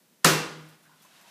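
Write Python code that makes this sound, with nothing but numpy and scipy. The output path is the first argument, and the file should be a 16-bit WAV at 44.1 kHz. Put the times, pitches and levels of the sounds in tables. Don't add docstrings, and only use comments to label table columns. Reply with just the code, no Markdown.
import sys
import numpy as np
from scipy import signal
from scipy.io import wavfile

SR = 44100
rng = np.random.default_rng(int(sys.argv[2]) if len(sys.argv) > 2 else 0)


def transcribe(u):
    v = np.clip(np.atleast_2d(u).T, -1, 1)
    q = np.round(v * 32767).astype(np.int16)
    wavfile.write(sys.argv[1], SR, q)


def volts_from_db(level):
    exponent = np.asarray(level, float) / 20
    return 10 ** exponent


N = 57330
TIME = np.arange(N) / SR


def butter(x, hz, kind):
    return signal.sosfilt(signal.butter(2, hz, kind, fs=SR, output="sos"), x)


def rms_one(x):
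    return x / np.sqrt(np.mean(x ** 2) + 1e-20)


def at_hz(points, hz):
    table_hz, values = np.transpose(points)
    return np.interp(np.log(hz), np.log(table_hz), values)


def ring(x, hz, t60):
    radius = volts_from_db(-60 / (t60 * SR))
    angle = 2 * np.pi * hz / SR
    feedback = [1, -2 * radius * np.cos(angle), radius * radius]
    return signal.lfilter([0, np.sin(angle)], feedback, x + 1e-18)


def decay(start, t60, rise):
    t = np.maximum(TIME - start, 0)
    return (1 - np.exp(-t / rise)) * volts_from_db(-60 * t / t60)


def bands(spectrum, white):
    edges = 40 * 2 ** np.arange(0, 8.8, 1 / 3)
    centres = np.sqrt(edges[1:] * edges[:-1])
    parts = []
    for k, hz in enumerate(centres):
        band = butter(white[k % 2], edges[k:k + 2], "band")
        parts.append(volts_from_db(at_hz(spectrum, hz)) * band)
    parts = np.array(parts)
    return centres, parts / np.std(parts.sum(axis=0))


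# [t/s, crack level/dB, husk level/dB, crack length/s]
CONTACTS = [
    (0.2442, -12.5, -27, 0.0022),
    (.2460, 4, -13, 0.0023),
    (.2490, -14, -6.5, 0.002),
]
BLOW_S = CONTACTS[1][0]
# [f/Hz, level/dB, t60/s]
HUSK_MODES = [(1307, 0.5, 0.02), (1792, -6, 0.031), (4080, -9.5, 0.009), (5080, -12.5, 0.013),
              (410, -30, 0.06)]
HUSK_STRUCK = [
    [-12, 2.5, -0.5, -17.5, 2.5],
    [-28, 10.5, 9, -5, -14.5],
    [1.5, -23, -1, -3, -18],
]


def chop():
    out = np.zeros(N)
    for (s, crack_db, husk_db, length), struck in zip(CONTACTS, HUSK_STRUCK):
        noise = butter(rng.standard_normal(N), [1500, 10600], "band")
        out += 0.71 * volts_from_db(crack_db) * noise * decay(s, 5.5 * length, rise=0.00057)
        click = np.zeros(N)
        click[int(s * SR)] = volts_from_db(husk_db)
        for (hz, db, t60), struck_db in zip(HUSK_MODES, struck):
            out += volts_from_db(db + struck_db) * ring(click, hz, t60)
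    return butter(out, 220, "high")


# [f/Hz, level/dB, t60/s]
BOARD_MODES = [(171, -15, 0.15), (196.8, -32, .6), (311.2, -36, 0.904), (323, -31, 0.65), (387, -23, 0.39),
               (481.6, -26, 0.63), (527, -25.5, .45), (991, -28.5, 0.44), (1179, -30, 0.28),
               (1437, -33.5, 0.81), (3510, -38, .25), (6550, -37, 0.295)]
BOARD_RISE_S = 0.011


def board():
    out = np.zeros(N)
    for hz, db, t60 in BOARD_MODES:
        tone = np.sin(2 * np.pi * (hz * (TIME - BLOW_S) + rng.random()))
        out += volts_from_db(db) * tone * decay(BLOW_S, t60, BOARD_RISE_S)
    return out


def beating(hz, db, t60, period, null, depth):
    t = TIME - null
    pair = np.exp(1j * np.pi * t / period) - depth * np.exp(-1j * np.pi * t / period)
    tone = np.real(pair * np.exp(2j * np.pi * hz * t))
    return volts_from_db(db) * tone * decay(BLOW_S, t60, BOARD_RISE_S)


def counter_and_blade():
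    counter = beating(hz=156, db=-27.5, t60=0.96, period=0.32, null=0.48, depth=0.9)
    blade = beating(hz=2725, db=-25, t60=0.5, period=0.27, null=0.275, depth=0.7)
    return counter + blade


# [f/Hz, level per Hz/dB]
TAIL_COLOUR = [(60, -22.5), (160, -8.5), (400, -1.5), (637, -8.5), (1190, -3.5), (2560, -8.5), (5520, -9.5),
               (15500, -19.5)]
# [f/Hz, t60/s]
ROOM_T60 = [(100, 0.85), (260, 0.64), (700, 0.59), (1840, 0.58), (4850, 0.5), (12800, 0.32)]


def room_tail():
    start = BLOW_S + 0.0049
    centres, parts = bands(TAIL_COLOUR, rng.standard_normal((2, N)))
    out = np.zeros(N)
    for hz, part in zip(centres, parts):
        t60 = at_hz(ROOM_T60, hz)
        near = decay(start, t60, rise=0.00055 + 1.16 / hz)
        far = volts_from_db(-25.5) * decay(start, 1.77 * t60, rise=0.033)
        out += part * (near + far)
    return volts_from_db(-15) * out


# [t/s, level/dB]
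SLIDE_LEVEL = [(0.188, -99), (.243, -60), (.25, -57.5), (.66, -61.5), (.75, -61), (.77, -67.5),
               (.98, -65.5), (1.03, -61.5), (1.12, -60.5), (1.17, -57.5), (1.25, -59), (1.3, -55)]
# [f/Hz, level per Hz/dB]
SLIDE_COLOUR = [(180, -43), (300, -7.5), (492, -19.5), (601, -6), (955, -6), (1100, -5.5), (2520, -10),
                (2950, -8), (12000, -20), (15600, -42), (22000, -120)]


def slide():
    grains_per_s, spread_db = 4800, 2.5
    hits = rng.random((2, N)) < grains_per_s / SR
    sizes = volts_from_db(spread_db * np.minimum(rng.exponential(1, (2, N)), 3.0))
    grains = hits * sizes * rng.choice([-1, 1], (2, N))
    rub = bands(SLIDE_COLOUR, grains + 0.72 * rng.standard_normal((2, N)))[1].sum(axis=0)
    s, db = np.transpose(SLIDE_LEVEL)
    return volts_from_db(np.interp(TIME, s, db)) * rub


# [t/s, t60/s, f/Hz, level/dB]
CREAKS = [(0.849, 0.2, 1551, -57.5), (.89, 0.23, 1017, -60), (.912, 0.17, 1460, -58.5),
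          (.93, 0.15, 1010, -60), (1.0, .25, 3430, -68.5), (1.03, .3, 2620, -69), (1.03, 0.28, 6320, -67.5),
          (1.045, 0.13, 1012, -61), (1.15, 0.38, 1850, -65.5), (1.155, .3, 3740, -68),
          (1.245, 0.095, 950, -56), (1.27, .2, 950, -61), (1.275, 0.18, 2760, -61)]


def creaks():
    width_hz, roughness = 110, 1.1
    out = np.zeros(N)
    for s, t60, hz, db in CREAKS:
        tone = np.sin(2 * np.pi * hz * TIME)
        rough = rms_one(ring(rng.standard_normal(N), hz, 2.8 / width_hz))
        out += volts_from_db(db) * decay(s, t60, rise=0.0054) * (tone + roughness * rough)
    return out


# [t/s, level/dB, t60/s]
SNAPS = [(0.684, -55.5, 0.16), (.825, -58, 0.14), (1.017, -54, 0.24), (1.21, -56, 0.11)]


def snaps():
    bright = butter(rng.standard_normal(N), 3480, "high")
    return bright * sum(volts_from_db(db) * decay(s, t60, rise=0.0036) for s, db, t60 in SNAPS)


# [f/Hz, level per Hz/dB]
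HISS_COLOUR = [(24, -86), (40, -44), (197, -10), (377, -19), (562, -21), (653, -24), (797, -24),
               (13300, -29.5), (15500, -31)]


def hiss():
    return volts_from_db(-64.5) * bands(HISS_COLOUR, rng.standard_normal((2, N)))[1].sum(axis=0)


def scene():
    blow = chop() + board() + counter_and_blade() + room_tail()
    pulling_free = slide() + creaks() + snaps()
    return (blow + pulling_free + hiss())[None]


def roll_off(x):
    return signal.sosfilt(signal.butter(12, 16580, fs=SR, output="sos"), x)


def record(dry):
    overload = 1.5
    thin = butter(dry, 89, "high")
    cut = signal.sosfilt(signal.cheby2(20, 55, 15480, fs=SR, output="sos"), thin)
    return roll_off(overload * np.tanh(cut / overload))


dry = scene()
out = record(dry)
transcribe(out)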